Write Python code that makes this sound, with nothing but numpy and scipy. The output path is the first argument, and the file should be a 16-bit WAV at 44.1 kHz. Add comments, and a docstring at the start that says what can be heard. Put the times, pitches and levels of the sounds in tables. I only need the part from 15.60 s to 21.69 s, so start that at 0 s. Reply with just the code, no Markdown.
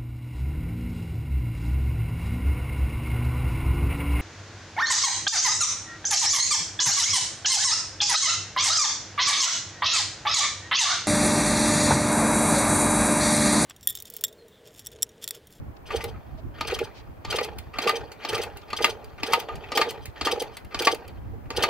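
"""A small two-stroke motorbike is kicked over eleven times on a lawn and never fires.
Light wind and far traffic, as shaped noise, lie under it all; faint rustles and one soft tone fall in places.
In a typical kick the pawl clicks in and jolts the frame, exciting their modes, and the gears whirr.
Air squeezed out at compressions hisses as band-shaped noise; the pipe toots, its modes damped at port closing.
Then the lever clanks on its stop and ticks back, as short noise blows filtered by the modes of the case."""
import sys
import numpy as np
from scipy import signal
from scipy.fft import rfft, irfft, next_fast_len
from scipy.io import wavfile
from scipy.ndimage import uniform_filter1d

SR = 44100
rng = np.random.default_rng(int(sys.argv[2]) if len(sys.argv) > 2 else 0)


def generate_wav(signal):
    """Clip the signal to [-1, 1] and save it as 16-bit WAV at the path in sys.argv[1]."""
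    frames = np.transpose(np.atleast_2d(signal))
    scaled = np.clip(frames, -1, 1) * 32767
    pcm = np.round(scaled).astype(np.int16)
    wavfile.write(sys.argv[1], SR, pcm)


N = 268569


def amp(db):
    """Level to amplitude: 20 dB for each factor of ten."""
    return 10 ** (np.asarray(db) / 20)


def evened(x):
    """Normalisation to unit root-mean-square value."""
    return x / np.sqrt(np.mean(x ** 2) + 1e-20)


def smoothed_twice(x, width):
    """Low-pass by two moving averages, width in samples."""
    return uniform_filter1d(uniform_filter1d(x, width), width)


def read(points, hz):
    """Spectrum table interpolated along logarithmic frequency."""
    f, value = np.transpose(points)
    return np.interp(np.log(hz + 1), np.log(f + 1), value)


def add(mix, s, sound):
    """Superposition: a sound is added in place, starting at s seconds."""
    part = mix[round(s * SR):][:len(sound)]
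    part += sound[:len(part)]


def coloured(x, gain):
    """Linear filtering: the spectrum is multiplied by a gain given as a function of Hz."""
    size = next_fast_len(N)
    return irfft(rfft(x, size) * gain(np.fft.rfftfreq(size, 1 / SR)), size)[..., :N]


def humps(hz, peaks):
    """Resonance curves (f/Hz, width/Hz, level/dB) summed in power."""
    return np.sqrt(sum(amp(db) ** 2 / (1 + (2 * (hz - f) / w) ** 2) for f, w, db in peaks))


def swells(rows, sharp):
    """Amplitude envelope: smooth bumps from rows (middle t/s, level/dB, length/s)."""
    out = np.zeros(N)
    for s, level_db, length in rows:
        span = max(length, .004)
        add(out, s - span / 2, amp(level_db) * np.hanning(round(span * SR)) ** sharp)
    return out


# modes of engine case and frame: (f/Hz, level/dB, t60/s before hard blows shorten it)
CASE_MODES = [(660, -19, 0.33), (766, -14.5, 0.24), (920.6, -2.5, 0.13), (1209, 4, 0.088),
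              (1470, -2, 0.025), (1778, -3, 0.019), (2058, -7.5, 0.11), (2424, -1, 0.03), (2710, -4, 0.078),
              (3182, -5, 0.015), (4130, -13, 0.046), (4510, -12.5, 0.054), (4527, -7, 0.031),
              (5220, -13.5, 0.027), (6540, -8.5, 0.0076)]
# the pawl bites as the lever goes down: (t/s, level/dB, low modes level/dB)
PAWL_BITES = [(1.0096, -20.5, 4.5), (1.6491, -27, -2), (2.1862, -18.5, -2), (2.6491, -23, -1),
              (3.1308, -23.5, 3.5), (3.6325, -18, -10), (4.119, -22.5, -1.5), (4.6116, -19, -7.5),
              (5.1454, -21.5, -3), (5.904, -26, 2.5)]
# the lever hits and bounces on its stop: (t/s, level/dB, low modes level/dB, bright tick level/dB)
LEVER_CLANKS = [(1.7853, -17.5, -6, -33), (2.2727, -16.5, -1, -15), (2.2922, -13.5, -0.5, -11.5),
                (3.2106, -37, -6, -10), (3.2435, -6.5, -8.5, -10), (3.7075, -41, -1.5, -4),
                (3.7334, -8, -2, -13), (4.1729, -10, -7.5, -9), (4.2138, -10, -2, -15.5),
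                (4.6698, -18.5, 4.5, -15), (5.2704, -7.5, -0.3, -14), (6.0064, -37, -10, -11),
                (6.0352, -11, -3.5, -14)]
# thin knocks of gear slack in mid stroke: (t/s, level/dB)
GEAR_SLACK = [(1.1104, -22.5), (1.1882, -21), (1.724, -20.5), (1.7474, -27), (1.8084, -27), (2.2378, -24),
              (2.7307, -24), (2.7784, -22.5), (3.1023, -29)]
# bright ticks as the engine stalls and the lever springs back: (t/s, level/dB)
SPRING_TICKS = [(0.4404, -26.5), (1.8454, -30), (1.9849, -31), (2.5177, -35), (2.8335, -27.5),
                (2.9704, -36.5), (3.4434, -42), (3.7984, -28), (3.9554, -38.5), (4.3064, -30),
                (4.4553, -31), (4.8204, -27.5), (4.9684, -31), (5.047, -47), (5.2205, -22.5), (5.3454, -32),
                (5.4784, -42)]
# dull knocks of boot and lever: (t/s, level/dB, low modes level/dB)
BOOT_THUDS = [(0.3044, -23.5, -2.7), (0.4055, -26.5, -9), (0.5397, -45, 4), (1.0979, -26, -8),
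              (2.138, -30.5, -12), (2.6189, -34, -28), (3.1862, -22, -7.5), (3.581, -35, -12),
              (3.8886, -30.5, 4.5), (4.037, -30.5, -15), (5.109, -38, -26), (5.125, -41, -17),
              (5.855, -44.5, -8)]
# what all blows of a kind share: the columns their rows lack,
# of (low modes level/dB, bright tick level/dB, high modes level/dB)
BITE, CLANK, THUD = (-19, 9.2), (3.7,), (-29, -12)
SLAP, TICK = (-30, -13, 1), (-14, -2.5, 5.7)


def knocks(blow_s=0.0057, detune=0.022, spread_db=3, dense_db=-2, dense_s=0.017, hard_db=.5, tick_s=0.0022):
    """Modal excitation: a rattling blow rings the case; where it lands sets low, middle and high shares."""
    out, t0 = np.zeros((2, N)), np.arange(4000) / SR
    hz, db, t60 = (c[:, None] for c in np.transpose(CASE_MODES))
    high = signal.butter(2, 6000, "high", fs=SR)
    f = np.fft.rfftfreq(len(t0), 1 / SR)
    kinds = [(PAWL_BITES, BITE), (LEVER_CLANKS, CLANK), (GEAR_SLACK, SLAP),
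             (SPRING_TICKS, TICK), (BOOT_THUDS, THUD)]
    blows = [tuple(row) + shared for rows, shared in kinds for row in rows]
    for s, level_db, low_db, tick_db, high_db in blows:
        t = t0 * amp(hard_db * max(high_db, 0))  # hard bright clicks die faster
        share_db = np.where(hz < 1450, low_db, np.where(hz > 3000, high_db, 0))
        share_db = share_db + spread_db * rng.standard_normal(hz.shape)
        pitch = 1 + detune * rng.standard_normal(hz.shape)
        modes = amp(db + share_db - 60 * t / t60) * np.sin(2 * np.pi * hz * pitch * t0)
        blow, many, fizz = rng.standard_normal((3, len(t)))
        blow = blow * np.exp(-t / blow_s)
        rung = signal.fftconvolve(modes, blow[None], axes=1)[:, :len(t)]
        # the blow spreads each mode in time but leaves it its energy
        mode_size = np.linalg.norm(modes, axis=1, keepdims=True)
        rung_size = np.linalg.norm(rung, axis=1, keepdims=True)
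        body = (rung * mode_size / rung_size).sum(0)
        # the countless small modes of fins, covers and bolts merge into a short burst: (f/Hz, level/dB)
        shape = [(100, low_db - 38), (300, low_db - 25), (600, low_db), (1200, low_db), (2200, 5.0),
                 (4500, high_db - 7.5), (6500, high_db - 24.0), (9000, -53.0)]
        dense = irfft(rfft(many) * amp(read(shape, f))) * np.exp(-t / dense_s)
        tick = signal.lfilter(*high, fizz) * t0 / tick_s * np.exp(1 - t0 / tick_s)
        sound = amp(-6) * body + amp(dense_db) * dense + amp(tick_db) * tick
        sound = amp(level_db) * sound * np.minimum(t / 0.0045, 1)
        start = s - .0012
        add(out[0], start, sound)
        # each knock reaches the right port slightly earlier or later, at random
        add(out[1], start + rng.uniform(-0.8, 1) * .00007, sound)
    return out


def jolts(level_db=-9, hz=270, decay_s=0.0022):
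    """Impulse response: the frame gives one low push when the pawl takes the load."""
    out, t = np.zeros(N), np.arange(1000) / SR
    push = np.sin(2 * np.pi * hz * t) * t / decay_s * np.exp(1 - t / decay_s)
    for s, bite_db, _ in PAWL_BITES:
        add(out, s + .003, amp(bite_db + level_db) * push)
    return out


# air squeezed out at each compression: (middle t/s, level/dB)
COMPRESSION_HISSES = [(0.275, -47.5), (0.325, -46), (0.367, -32), (0.42, -41), (0.491, -48), (1.08, -31),
                      (1.148, -30.5), (1.247, -42), (1.711, -28.5), (1.766, -27.5), (1.839, -34),
                      (2.226, -32.5), (2.283, -29), (2.31, -40), (2.365, -33), (2.696, -28), (2.753, -27),
                      (2.824, -33), (3.174, -31), (3.229, -27.5), (3.303, -33), (3.672, -33.5), (3.73, -29),
                      (3.801, -37.5), (4.16, -28.5), (4.215, -32), (4.298, -34.5), (4.433, -54),
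                      (4.658, -25.5), (4.72, -26), (4.806, -31), (4.946, -54), (5.198, -26), (5.255, -22.5),
                      (5.321, -29.5), (5.972, -26), (6.031, -22.5)]
# cavity resonances near the leak: (f/Hz, width/Hz, relative level/dB)
LEAK_RESONANCES = [(3160, 160, -0.5), (4400, 87, -88), (5260, 39, -11.5), (4880, 66, 0), (6043, 118, -3.5),
                   (8570, 320, -10), (11200, 390, -18), (13800, 880, -29)]
# broad spectrum of the leak: (f/Hz, relative level/dB)
LEAK_SPECTRUM = [(1200, -38), (2500, -15), (4500, -11), (9000, -54.5), (15500, -25)]
# s a -30 dB hiss lasts; s longer for each dB softer, as the crank slows
HISS_S, HISS_STRETCH = .021, .0005


def hisses():
    """Turbulent jet noise: air through a gap swells with the pressure, coloured by the cavities near it."""
    def leak_gain(hz):
        resonant = humps(hz, LEAK_RESONANCES) * np.minimum(hz / 2800, 1) ** 4
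        return resonant + amp(read(LEAK_SPECTRUM, hz))

    air = coloured(rng.standard_normal(N), leak_gain)
    rows = [(s, db, HISS_S - HISS_STRETCH * (db + 30)) for s, db in COMPRESSION_HISSES]
    return swells(rows, sharp=0.34) * evened(air)


# the pipe rings while the exhaust port is open: (t/s, level/dB, open time/s)
PORT_TOOTS = [(0.341, -19, 0.015), (0.437, -25.5, 0.058), (1.123, -20, 0.014), (1.206, -20, 0.025),
              (1.743, -18.5, 0.0092), (1.81, -20, 0.011), (2.26, -17, 0.013), (2.332, -23.5, 0.054),
              (2.728, -17.5, 0.0084), (2.793, -22.5, 0.015), (3.206, -17, 0.011), (3.274, -24, 0.023),
              (3.675, -33, 0.049), (3.7, -28, 0.022), (3.774, -18.5, 0.01), (4.153, -23, 0.045),
              (4.195, -13, 0.0054), (4.263, -24, 0.029), (4.667, -14, 0.003), (4.727, -16.5, 0.011),
              (4.771, -27, 0.016), (4.818, -17.5, 0.0066), (5.208, -17.5, 0.0064), (5.263, -24.5, 0.031),
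              (5.329, -12, 0.0058), (5.735, -40, 0.016), (5.905, -32, 0.015), (5.976, -21.5, 0.011),
              (6.024, -26, 0.018), (6.075, -51, 0.014)]
# modes of the exhaust pipe: (f/Hz before detuning, level/dB)
PIPE_MODES = [(390, -7), (470, -0.5), (590, -14.5), (820, -12.5)]
TOOT_DETUNE = .02  # standard deviation of the pipe pitch, as a share


def toots(t60=0.24, rise_s=0.005, spread_db=3, rough=0.3):
    """Air-column resonance: pipe modes swell with a turbulent puff and are damped once the port shuts."""
    out, t = np.zeros(N), np.arange(3000) / SR
    hz, db = (c[:, None] for c in np.transpose(PIPE_MODES))
    for s, level_db, opened in PORT_TOOTS:
        luck, pitch = rng.standard_normal((2,) + hz.shape)
        mode_db = db + spread_db * luck * (db < -5)  # only the weaker modes vary in level
        ring = amp(mode_db) * np.sin(2 * np.pi * hz * (1 + TOOT_DETUNE * pitch) * t)
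        flutter = 1 + rough * evened(uniform_filter1d(rng.standard_normal(len(t)), 120))
        shut_db = -60 * np.maximum(t - opened, 0) / 0.029
        decay = amp(level_db - 60 * t / t60 + shut_db)
        add(out, s - .002, decay * ring.sum(0) * flutter * np.minimum(t / rise_s, 1))
    return out


# eleven kicks and one bounce of the lever:
# (start t/s, fastest t/s, gear rattle level/dB, frame rumble level/dB)
KICK_STROKES = [(0.257, 0.344, -39, -37), (0.944, 1.118, -37, -37.5), (1.645, 1.749, -35.5, -33.5),
                (2.134, 2.258, -32.5, -31), (2.591, 2.728, -33.5, -33), (3.075, 3.246, -38, -34),
                (3.58, 3.707, -35.5, -33.5), (3.89, 3.886, -47, -38.5), (4.041, 4.197, -36, -33),
                (4.56, 4.686, -33.5, -32), (5.109, 5.229, -35.5, -33), (5.91, 6.017, -34, -30)]
ONSET_S, RUNDOWN_S = .008, .17


def kick_gain(shape, column):
    """Speed envelope: each kick jumps in, climbs to its fastest moment, runs down and settles."""
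    start_db, fall, settle = shape
    t, out = np.arange(N) / SR, np.zeros(N)
    for row in KICK_STROKES:
        start, fastest = row[:2]
        climb_db = np.interp(t, [start - ONSET_S, start, fastest], [-80, start_db, 0])
        since = np.maximum(t - fastest, 0)
        fall_db = -fall * np.minimum(since, RUNDOWN_S) - settle * np.maximum(since - RUNDOWN_S, 0)
        out += amp(row[column] + climb_db + fall_db)
    return out


# resonances of the frame: (f/Hz, width/Hz, relative level/dB)
FRAME_RESONANCES = [(219, 40, -12), (380, 49, -6.5), (445.4, 45, 3.5), (574, 11, 2.5), (826, 200, -1.5)]
# one kick: (start level/dB re top, fall in the rundown/dB per s, fall after it/dB per s)
RATTLE_SHAPE, RUMBLE_SHAPE = (-17.5, 118, 43.6), (-23, 71.5, 108)


def turning(teeth_per_s=3000, size_db=2.0, wide_db=-34, clump_db=2.5, patchy_db=4):
    """Random impact excitation: gear teeth and sliding lever whirr through the case; the frame rumbles."""
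    clumps = amp(clump_db * evened(smoothed_twice(rng.standard_normal(N), 400)))
    sizes = amp(size_db * np.minimum(rng.exponential(1, N), 4))
    taps = sizes * rng.choice([-1, 1], N) * (rng.random(N) < teeth_per_s / SR)
    case = [(f, 6 / t60, db) for f, db, t60 in CASE_MODES if f > 1000]

    def case_gain(hz):
        return humps(hz, case) * np.minimum(hz / 1200, 1) ** 2 / (1 + (hz / 5300) ** 8) + amp(wide_db)

    def frame_gain(hz):
        return humps(hz, FRAME_RESONANCES) * np.minimum(hz / 200, 1) ** 2 / (1 + (hz / 1500) ** 2)

    rattle = coloured(taps, case_gain)
    # different parts ring in turn: patches about 500 Hz by 20 ms
    z = signal.stft(rattle, nperseg=256, noverlap=192)[2]
    patches = uniform_filter1d(rng.standard_normal(z.shape), size=3, axis=0)
    patches = uniform_filter1d(patches, size=14, axis=1)
    rattle = signal.istft(z * amp(patchy_db * evened(patches)), nperseg=256, noverlap=192)[1][:N]
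    rumble = coloured(rng.standard_normal(N), frame_gain)
    gears = kick_gain(RATTLE_SHAPE, column=2) * evened(rattle)
    frame = kick_gain(RUMBLE_SHAPE, column=3) * evened(rumble)
    return clumps * (gears + frame)


def reflections(x, t60=0.12, lowest_hz=700):
    """Diffuse scattering: ground and things nearby throw back a short tail, different at each port."""
    t = np.arange(6000) / SR
    taps = rng.standard_normal((2, len(t))) * amp(-60 * t / t60) * np.minimum(t / 0.002, 1)
    taps = signal.lfilter(*signal.butter(1, lowest_hz, "high", fs=SR), taps)
    return signal.fftconvolve(x, taps / np.linalg.norm(taps[0]), axes=1)[:, :N]


# faint dry rustles: (middle t/s, level/dB, length/s)
FAINT_RUSTLES = [(.17, -55, 0.012), (.79, -58, 0.039), (1.38, -51.5, 0.087), (3.02, -53, 0.016),
                 (3.5, -61, 0.023), (4.5, -59, .02)]
# a soft short tone between the first kicks: (t/s, level/dB, f/Hz, length/s)
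SOFT_TONE = (.776, -43, 645, .032)


def small_sounds():
    """Band-shaped noise and a windowed sine: faint rustles around 4 kHz and one soft tone."""
    resonances = [(4300, 2700, 1.5), (2380, 990, 1.5)]
    rustle = coloured(rng.standard_normal((2, N)), lambda hz: humps(hz, resonances) ** 2)
    out = swells(FAINT_RUSTLES, sharp=0.46) * evened(rustle)
    s, level_db, hz, length = SOFT_TONE
    t = np.arange(round(length * SR)) / SR
    tone = np.zeros(N)
    add(tone, s, amp(level_db) * np.sin(2 * np.pi * hz * t) * np.hanning(len(t)) ** .5)
    return out + tone


# course of the wind: (t/s, level/dB)
WIND_GUSTS = [(0.0, -45.5), (0.61, -42.5), (2.31, -44.5), (2.42, -49), (5.02, -47), (5.85, -39),
              (6.09, -40)]
# spectral density of the wind: (f/Hz, relative level/dB per Hz)
WIND_SPECTRUM = [(20, -12), (30, -8), (65, 3.5), (108, -1), (200, -13), (350, -14.5), (600, -72)]


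def wind(lumps_db=5.0, alike=0.038):
    """Partial coherence: low lumpy buffeting is mostly unrelated at the two ports."""
    left, other, lumps = rng.standard_normal((3, N))
    pair = np.array([left, alike * left + np.sqrt(1 - alike ** 2) * other])
    pair = evened(coloured(pair, lambda hz: amp(read(WIND_SPECTRUM, hz))))
    lumps = evened(smoothed_twice(lumps, 1500))
    gust_s, gust_db = np.transpose(WIND_GUSTS)
    level_db = np.interp(np.arange(N) / SR, gust_s, gust_db)
    return amp(level_db + lumps_db * lumps) * pair * amp([[-1.5], [1.5]])  # right port louder


# spectral density of the background: (f/Hz, relative level/dB per Hz)
YARD_SPECTRUM = [(150, 1.5), (250, 5), (800, 4.5), (2250, -11.5), (3700, -22.5), (9100, -30.5),
                 (15500, -21)]
YARD_DB = -50


def yard():
    """Stationary shaped noise: far traffic, leaves and microphone hiss."""
    noise = coloured(rng.standard_normal((2, N)), lambda hz: amp(read(YARD_SPECTRUM, hz)))
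    return amp(YARD_DB) * evened(noise)


# phase between the ports: (f/Hz, lead of the left/rad)
PORT_PHASE = [(300, 0), (1000, -.3), (1900, .4), (3200, -1.2), (4700, -.8), (8000, -1.5), (15000, -1.5)]
# level between the ports: (f/Hz, left minus right level/dB)
PORT_LEVEL = [(300, -.5), (1300, -0.5), (2400, 3.5), (4400, -.5), (8000, -3), (15000, 1)]


def scene():
    """Interchannel differences: the bike at two microphone ports, added to wind and yard."""
    bike = knocks() + jolts() + hisses() + toots() + turning()
    side = np.array([[.5], [-.5]])  # left and right each take half the difference

    def port_gain(hz):
        level = amp(side * read(PORT_LEVEL, hz))
        phase = np.exp(1j * side * read(PORT_PHASE, hz))
        return level * phase / (1 + (160 / (hz + 1)) ** 4)  # the lows below about 160 Hz fall away

    ports = coloured(bike, port_gain)
    return ports + amp(-9) * reflections(bike) + small_sounds() + wind() + yard()


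EDGE_HZ = 15750


def record(dry):
    """Band limitation: a linear-phase low-pass filter removes the highest treble."""
    taps = signal.firwin(511, EDGE_HZ, window=("kaiser", 9), fs=SR)
    return signal.oaconvolve(dry, taps[None], "same")


dry = scene()
out = record(dry)
generate_wav(out)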